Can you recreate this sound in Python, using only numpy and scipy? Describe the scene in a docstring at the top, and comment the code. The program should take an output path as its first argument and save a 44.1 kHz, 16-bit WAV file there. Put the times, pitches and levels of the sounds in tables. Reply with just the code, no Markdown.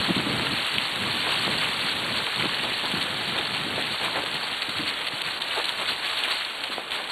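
"""On a cart behind a dog team, on a forest track of dry leaves, with a small microphone on board.
At first the cart runs fast: air buffets the microphone in gusts and the tyres grind the soil below.
All along, close by, leaves crush in clusters of tiny cracks, twigs snap and the cart knocks in the ruts;
a faint, even high hiss lies under the rustle.
After about four seconds the cart slows, so wind and grinding ease and the leaves thin out."""
import sys
import numpy as np
from scipy import signal
from scipy.fft import rfft, irfft, next_fast_len
from scipy.io import wavfile

SR = 44100
rng = np.random.default_rng(int(sys.argv[2]) if len(sys.argv) > 2 else 0)


def wav_out(sig):
    """Save sig, one row per channel (or a flat mono array), as 16-bit PCM at SR to the path in sys.argv[1]."""
    wavfile.write(sys.argv[1], SR, np.round(np.clip(np.atleast_2d(sig).T, -1, 1) * 32767).astype(np.int16))


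N = 313551  # length in samples

# All levels are those at the microphone, ahead of the recorder's response.

# Pace of the cart. Each row: time in seconds, speed in dB relative to the reference speed.
SPEED = [(0.0, 0.5), (1.5, -0.74), (3.7, 0), (4.2, -1), (4.55, -4), (5.4, -3.5), (7.11, -4.5)]
# Level at the reference speed [dB], and dB gained per dB of speed.
WIND_DB, WIND_PER_SPEED = -40, 3.8
SOIL_DB, SOIL_PER_SPEED = -37.5, 0.56

# Gusts on the microphone. Each row: centre in seconds, level in dB, half length in seconds.
GUSTS = [(0.01, -31, 0.018), (0.101, -26, 0.021), (0.193, -31.5, 0.038), (0.36, -32.5, 0.15),
         (0.52, -34, 0.034), (0.77, -39, 0.026), (1.043, -36.5, 0.095), (1.145, -34, 0.016),
         (1.276, -45.5, 0.081), (1.503, -35, 0.12), (1.854, -42, 0.022), (2.103, -38, 0.14),
         (2.425, -34.5, 0.054), (2.676, -42, 0.077), (2.98, -35, 0.046), (3.288, -46, 0.22),
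         (3.70, -43, 0.1), (4.35, -41, 0.018), (4.52, -43, 0.015), (4.70, -39, 0.016), (4.815, -37.5, 0.06),
         (4.92, -47, 0.05), (5.277, -44, 0.027), (5.803, -48, 0.023), (5.905, -46, 0.036),
         (6.745, -54, 0.044)]
# Moments when the rumble of air and ground changes, mostly dropping away.
# Each row: centre in seconds, change in dB (negative is quieter), half length in seconds.
CALMS = [(0.68, -16, 0.04), (0.89, -8, 0.046), (2.30, -13, 0.048), (2.79, -9, 0.035), (3.47, -5, 0.041),
         (3.98, -13, 0.029), (4.59, 1, 0.04), (6.45, -4, 0.16)]
# Spectrum of the wind rumble. Each row: frequency in Hz, gain in dB.
WIND_COLOUR = [(20, -33), (35, -28), (60, -15), (110, -3.5), (170, -1.5), (250, -3), (400, -8.5),
               (700, -20), (2000, -48)]

# Tyres scuffing over bumps. Each row: centre in seconds, level in dB, half length in seconds.
SCUFFS = [(0.097, -31.5, 0.017), (0.18, -34, .02), (0.272, -38, 0.015), (0.406, -36, 0.073),
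          (1.08, -36, 0.031), (1.27, -30.5, 0.032), (1.494, -36, .02), (1.63, -41, 0.021),
          (2.274, -30, 0.013), (2.447, -33, 0.019), (2.652, -36, 0.029), (2.849, -29, 0.014),
          (3.382, -31, 0.051), (3.787, -28, 0.0097), (4.033, -32.5, 0.055), (4.175, -27.5, 0.033),
          (4.356, -36, 0.02), (4.435, -32.5, 0.012), (5.585, -29, 0.027), (5.812, -34, 0.029),
          (5.916, -36, 0.025), (6.308, -37.5, 0.072), (6.798, -36, 0.02), (7.006, -35.5, 0.038)]
# Spectrum of the ground soil. Each row: frequency in Hz, gain in dB.
SOIL_COLOUR = [(40, -35), (130, -24.5), (280, -6.5), (500, -2.5), (900, -1), (1400, -7), (2500, -7.5),
               (6000, -42)]

# Dull knocks of the cart jolting.
# Each row: start in seconds, peak of the first contact in dB, pitch in Hz, rattling time in seconds.
JOLTS = [(0.095, -21, 340, 0.013), (0.106, -16, 225, 0.0065), (0.165, -20, 225, 0.035),
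         (0.199, -16.5, 215, 0.011), (0.267, -17.5, 255, 0.035), (0.304, -23, 260, .015),
         (0.375, -29, 260, .05), (1.479, -14, 520, 0.002), (1.844, -26, 216, 0.024),
         (2.442, -19, 370, 0.011), (2.455, -21, 250, 0.014), (2.718, -26, 260, .005),
         (2.938, -23, 210, 0.025), (3.664, -26, 270, 0.025), (3.778, -28, 420, 0.013),
         (4.082, -17, 900, 0.0028), (4.166, -18.5, 900, .001), (4.182, -23, 620, .002),
         (4.189, -19, 450, .003), (4.195, -28, 260, .03), (4.237, -25, 520, .006), (4.355, -27, 600, .004),
         (4.519, -27, 620, .003), (4.685, -32, 230, .012), (4.795, -27, 260, 0.035),
         (5.135, -32, 175, .018), (5.575, -20.5, 800, .007), (5.599, -19, 750, .002),
         (6.323, -28, 720, .003), (6.7, -33, 290, .02), (6.7817, -17, 500, 0.0008)]

# Twigs, stalks and stiff leaves breaking.
# Each row: start in seconds, peak of the first crack in dB, pitch in Hz, width as a share of the pitch,
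# splintering time in seconds, splinter strength 0-1, fine fibres in dB relative to the crack.
TWIGS = [(0.329, -11, 2900, .6, .001, .22, -6), (0.3375, -15, 3000, .7, .001, .22, -6),
         (0.3967, -5.5, 1400, 1.5, .001, .12, -6), (0.4695, -8, 1450, 1.2, .001, .15, -6),
         (0.6671, -13, 3200, .5, .001, .3, -1), (0.7412, -14, 3200, .5, .001, .3, -1),
         (0.7831, -6, 2750, .32, .0012, .2, -4), (0.7855, -19.5, 2950, .12, .007, .5, -8),
         (0.9596, -12.5, 2700, .6, .0018, .3, -5), (1.075, -14, 3200, .45, .001, .3, -7),
         (1.1535, -14, 2900, .7, .001, .22, -6), (1.475, -15, 3000, .5, .001, .25, 0),
         (1.7031, -16, 3200, .45, .001, .3, -2), (1.7947, -12.5, 3100, .5, .001, .3, -2),
         (2.267, -14.5, 2500, .6, .001, .3, -2), (2.36, -15, 3200, .45, .0015, .35, -1),
         (2.424, -13, 1750, .3, .002, .45, -14), (2.8559, -16, 3500, .4, .0012, .35, 0),
         (3.0174, -14.5, 3200, .4, .001, .3, -7), (3.0274, -12, 3100, .55, .001, .25, -2),
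         (3.2798, -16, 2800, .45, .0012, .35, -4), (3.5427, -17, 3700, .3, .0015, .35, -1),
         (3.5489, -15, 3300, .4, .001, .3, -4), (3.637, -14, 2600, .8, .001, .22, -6),
         (3.8036, -14, 2600, .8, .001, .22, -6), (3.8246, -15, 3200, .45, .001, .3, -3),
         (3.9362, -15, 3000, .4, .0012, .35, -6), (4.0478, -11, 3000, .6, .002, .25, -6),
         (4.158, -21, 1600, .9, .02, .35, -12), (4.235, -19, 3200, .45, .006, .3, -3),
         (4.2617, -16, 3300, .4, .0015, .35, -3), (4.269, -15, 3000, .45, .001, .3, -5),
         (4.342, -16, 3400, .5, .008, .25, -4), (4.3523, -18, 3100, .4, .0015, .35, -3),
         (4.7999, -16, 3000, .45, .001, .3, -5), (4.8913, -13, 3300, .5, .001, .22, -6),
         (5.0684, -13, 2200, 1.0, .0035, .33, -6), (5.0847, -16, 2900, .6, .002, .3, -6),
         (5.2182, -11.5, 3550, .3, .003, .26, -2), (5.265, -14.5, 3100, .45, .001, .25, -4),
         (5.4177, -16.5, 3300, .2, .0028, .42, 0), (5.4213, -11, 3600, .19, .0012, .2, 1),
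         (5.4235, -21, 3650, .28, .003, .55, 1), (5.6424, -12.5, 3450, .3, .0017, .35, -2),
         (5.6455, -21, 3700, .3, .006, .5, -1), (5.655, -16, 3700, .2, .004, .42, 0),
         (5.6926, -14.5, 3000, .5, .001, .3, -2), (5.7369, -19, 3200, .45, .0008, .3, -1),
         (5.8025, -18, 3200, .5, .005, .35, -4), (5.8213, -15, 3700, .35, .002, .35, -4),
         (6.0495, -14, 2800, .8, .001, .22, -6), (6.2355, -16, 3100, .45, .003, .4, -4),
         (6.2372, -11.5, 2900, .45, .006, .3, -7), (6.4496, -18, 3500, .35, .002, .4, -5),
         (6.6384, -20, 3200, .45, .003, .25, -3), (6.7297, -18.5, 3100, .4, .0012, .35, -3),
         (6.9085, -18, 3200, .45, .002, .22, -6), (6.918, -13, 2940, .45, .0052, .27, -6),
         (7.047, -22, 3200, .45, .003, .25, -6)]

# Thickness of the leaf carpet, as its steady rustle. Each row: time in seconds, level in dB.
CARPET = [(0.0, -27.5), (0.25, -29), (0.6, -28), (0.87, -29), (1.35, -27.5), (2.0, -28.5), (3.2, -29.5),
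          (4.0, -30), (5.0, -30.5), (5.75, -30.5), (5.98, -31), (6.35, -29), (6.55, -32), (6.76, -32),
          (6.87, -35.5), (7.0, -31.5), (7.11, -33.5)]
# Paws and wheels plough through heaps of leaves.
# Each row: centre in seconds, level in dB, half length in seconds.
HEAPS = [(1.325, -31, 0.036), (1.63, -32.5, 0.031), (2.18, -32, 0.017), (2.414, -33, 0.033),
         (2.638, -33.5, 0.019), (2.868, -34.5, 0.033), (3.006, -34.5, 0.067), (3.288, -32.5, 0.013),
         (3.387, -29, 0.0095), (3.556, -36.5, 0.047), (3.813, -32, 0.011), (3.933, -34, 0.024),
         (4.044, -30.5, 0.042), (4.17, -39, 0.0077), (4.479, -34.5, 0.014), (4.625, -32.5, 0.016),
         (4.695, -28, 0.0045), (4.785, -32.5, 0.024), (4.881, -30.5, 0.027), (5.08, -41, 0.061),
         (5.172, -39.5, 0.024), (5.282, -34, 0.038), (5.578, -31.5, 0.082), (5.692, -31.5, 0.025),
         (5.818, -32.5, 0.04), (5.901, -29.5, 0.041), (6.088, -31.5, 0.069), (6.189, -32.5, 0.029),
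         (6.251, -32, 0.018), (6.312, -30, 0.031), (6.64, -29, 0.0063), (6.733, -32.5, 0.025),
         (6.94, -29.5, 0.037), (7.106, -31, 0.018)]
# Moments when the rustle dips briefly. Each row: centre in seconds, change in dB, half length in seconds.
LULLS = [(0.776, -3, 0.0054), (4.246, -16, 0.0024), (5.099, -7, 0.008), (5.23, -17, 0.0035),
         (5.398, -21, 0.0046), (5.638, -7, .003)]
# Spectrum of the rustle. Each row: frequency in Hz, gain in dB.
LEAF_COLOUR = [(150, -13), (500, -13), (1000, -4.5), (1500, -2.5), (2300, -2), (3100, 0.5), (4400, -1.5),
               (13000, -3)]
# Limits of the rustle's flickering upper edge, low and high in Hz.
EDGE_HZ = (4050, 5000)

# The small recorder is dull above its speech band. Each row: frequency in Hz, gain in dB.
RESPONSE = [(20, 0), (4480, 0), (4620, -13), (4720, -35), (5150, -37), (5400, -30), (6200, -32),
            (7450, -25), (7650, -17), (8800, -17), (10200, -23), (12600, -24)]
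CUTOFF_HZ = 12650  # the recorder's upper limit


def from_db(db):
    """Decibels to gain."""
    return 10 ** (np.asarray(db) / 20)


def rms_one(x):
    """Scale to unit power."""
    return x / np.sqrt(np.mean(x ** 2) + 1e-20)


def level(rows):
    """Gain at every sample from rows of time and dB."""
    return from_db(np.interp(np.arange(N) / SR, *np.transpose(rows)))


def drift(rate):
    """Smooth chance with spread 1 that changes about rate times a second."""
    step = 20  # samples from one slow value to the next
    settle = 4000  # slow values dropped while the filter settles
    pole = np.exp(-2 * step * np.pi * rate / SR)
    noise = rng.standard_normal(N // step + settle + 2)
    slow = signal.lfilter([1], [1, -2 * pole, pole * pole], noise)[settle:]
    return np.interp(np.arange(N) / step, np.arange(len(slow)), rms_one(slow))


def colour(x, points):
    """Filter by a table of Hz and dB, read along a logarithmic frequency axis."""
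    hz, db = np.transpose(points)
    size = next_fast_len(N + SR // 10)
    bins_hz = np.maximum(np.arange(size // 2 + 1) * SR / size, 1)
    gain = from_db(np.interp(np.log(bins_hz), np.log(hz), db))
    return irfft(rfft(x, size) * gain, size)[:N]


def band(x, low_hz, high_hz, order=2):
    """Causal band-pass."""
    limits = [low_hz, min(high_hz, SR / 2 - 1000)]
    sos = signal.butter(order, limits, "band", fs=SR, output="sos")
    return signal.sosfilt(sos, x + 1e-18)  # the tiny offset is inaudible


def cracks(per_s, spread_db):
    """Clicks at random moments, most small and a few large."""
    sizes = from_db(spread_db * np.minimum(rng.exponential(1, N), 4))
    happens = rng.random(N) < per_s / SR
    return happens * sizes * rng.choice([-1, 1], N)


def blow(hz, width, length, rough, contacts_per_s=2500):
    """One sharp contact and a dying run of smaller ones into a damped resonance; first peak 1."""
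    t = np.arange(SR // 4) / SR
    low_hz, high_hz = hz / (1 + width), hz * (1 + width)
    first = band(1.0 * (t == 0), low_hz, high_hz)
    contacts = (rng.random(len(t)) < contacts_per_s / SR) * rng.choice([-1, 1], len(t))
    after = rms_one(band(contacts, low_hz, high_hz))
    return first / np.abs(first).max() + rough * after * np.exp(-(t / length) ** 2)


def add(track, s, sound):
    """Mix a short sound in at a moment."""
    start = int(s * SR)
    track[start:start + len(sound)] += sound[:N - start]


def swells(steady, rows):
    """A steady gain with bell-shaped swells on top; their powers sum."""
    t = np.arange(N) / SR
    power = steady ** 2
    for s, db, length in rows:
        near = np.abs(t - s) < 3 * length
        bell = np.exp(-((t[near] - s) / length) ** 2)
        power[near] += (from_db(db) * bell) ** 2
    return np.sqrt(power)


def dips(rows):
    """A gain of 1 with bell-shaped changes in dB."""
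    t = np.arange(N) / SR
    return from_db(sum(db * np.exp(-((t - s) / length) ** 2) for s, db, length in rows))


def hiss(hiss_db=-35):
    """A faint, even high hiss under the rustle: steady noise in a high band."""
    return from_db(hiss_db) * rms_one(band(rng.standard_normal(N), 7700, 18600))


def wind(eddy_db=0.05):
    """Eddies at the microphone port give a lumpy rumble that grows steeply with speed and comes in gusts."""
    eddies = rng.standard_normal(N) * from_db(eddy_db * drift(31))
    steady = from_db(WIND_DB) * level(SPEED) ** WIND_PER_SPEED
    airflow = dips(CALMS) * swells(steady, GUSTS)
    return airflow * rms_one(colour(eddies, WIND_COLOUR))


def soil(lump_db=0.0, calm_share=0.25):
    """Grit and damp litter grind under the tyres, harder at speed and on each bump."""
    grit = cracks(3000, spread_db=0.5) * from_db(lump_db * drift(46))
    steady = from_db(SOIL_DB) * level(SPEED) ** SOIL_PER_SPEED
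    pressure = dips(CALMS) ** calm_share * swells(steady, SCUFFS)
    return pressure * rms_one(colour(grit, SOIL_COLOUR))


def jolts(hard_s=0.0036):
    """Ruts shake the cart into heavily damped knocks; the briefest are hard contacts with a wider spectrum."""
    out = np.zeros(N)
    for s, db, hz, length in JOLTS:
        width = 0.39 + 0.72 * np.exp(-length / hard_s)
        add(out, s, from_db(db) * blow(hz, width, length, rough=0.31))
    return out


def twigs(splinter_hz=9000):
    """A twig breaks with one crack and a short run of splinters, the finest of them far up in the treble."""
    out = np.zeros(N)
    for s, db, hz, width, length, splinters, fibres_db in TWIGS:
        wood = blow(hz, width, length, rough=splinters)
        fibres = from_db(fibres_db) * blow(splinter_hz, width=0.41, length=length, rough=0.83)
        add(out, s, from_db(db) * (wood + fibres))
    return out


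def crackle(per_s=22, spread_db=1.5, width=0.19):
    """Single leaves right under the tyres split with one ringing tick each; smaller leaves tick higher."""
    ticks = np.zeros(N)
    for hz in np.geomspace(1200, 4000, 8):
        splits = cracks(per_s, spread_db)
        # a higher band is wider and passes more of each click, so it is turned down
        ticks += band(splits, hz / (1 + width), hz * (1 + width)) / np.sqrt(hz)
    return rms_one(ticks)


def flickering_edge(rustle, flicker_db=7.0, per_s=90, edge_db=-2.5):
    """The bright upper edge of the rustle flickers in level, which coarsens its grain."""
    sos = signal.butter(3, EDGE_HZ, "band", fs=SR, output="sos")
    edge = signal.sosfiltfilt(sos, rustle)
    flicker = from_db(edge_db + flicker_db * np.tanh(drift(per_s)))
    return rustle + edge * (flicker - 1)


def leaves(clump_db=0.24, tread_db=0.5, patch_db=2.0, flake_db=2.0, bed_db=-3.0, crackle_db=-12.0):
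    """Each crushed leaf gives a clump of cracks; leaves of different sizes speak in different bands."""
    loudness = swells(level(CARPET), HEAPS)
    crush = from_db(clump_db * drift(100) + tread_db * drift(37))
    per_s = 4000 * rms_one(loudness) ** 2  # a thicker carpet cracks more often
    papery = np.zeros(N)
    limits_hz = np.geomspace(400, 13000, 11)
    for low_hz, high_hz in zip(limits_hz, limits_hz[1:]):
        papery += band(cracks(per_s, spread_db=3.0), low_hz, high_hz) * from_db(patch_db * drift(50))
    # brittle edges flake off in short bright bursts
    bursts = cracks(per_s / 2, spread_db=1.5) * from_db(flake_db * drift(160))
    flakes = band(bursts, 3120, 17400)
    near = crush * (rms_one(papery) + from_db(-4.0) * rms_one(flakes) + from_db(crackle_db) * crackle())
    bed = from_db(bed_db) * rng.standard_normal(N)  # countless leaves sliding under paws and rear wheels
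    rustle = colour(near + bed, LEAF_COLOUR)
    # the carpet and heap levels hold for the middle of the rustle's spectrum
    middle = np.std(band(rustle, 1500, 4500))
    return dips(LULLS) * loudness * flickering_edge(rustle) / middle


def scene():
    """Everything travels along with the cart."""
    return (hiss() + wind() + soil() + jolts() + twigs() + leaves())[None]


def record(dry):
    """The recorder dulls the treble and cuts the top."""
    top_cut = signal.ellip(12, .1, 90, CUTOFF_HZ, fs=SR, output="sos")
    return signal.sosfilt(top_cut, colour(dry[0], RESPONSE))[None]


dry = scene()
out = record(dry)
wav_out(out)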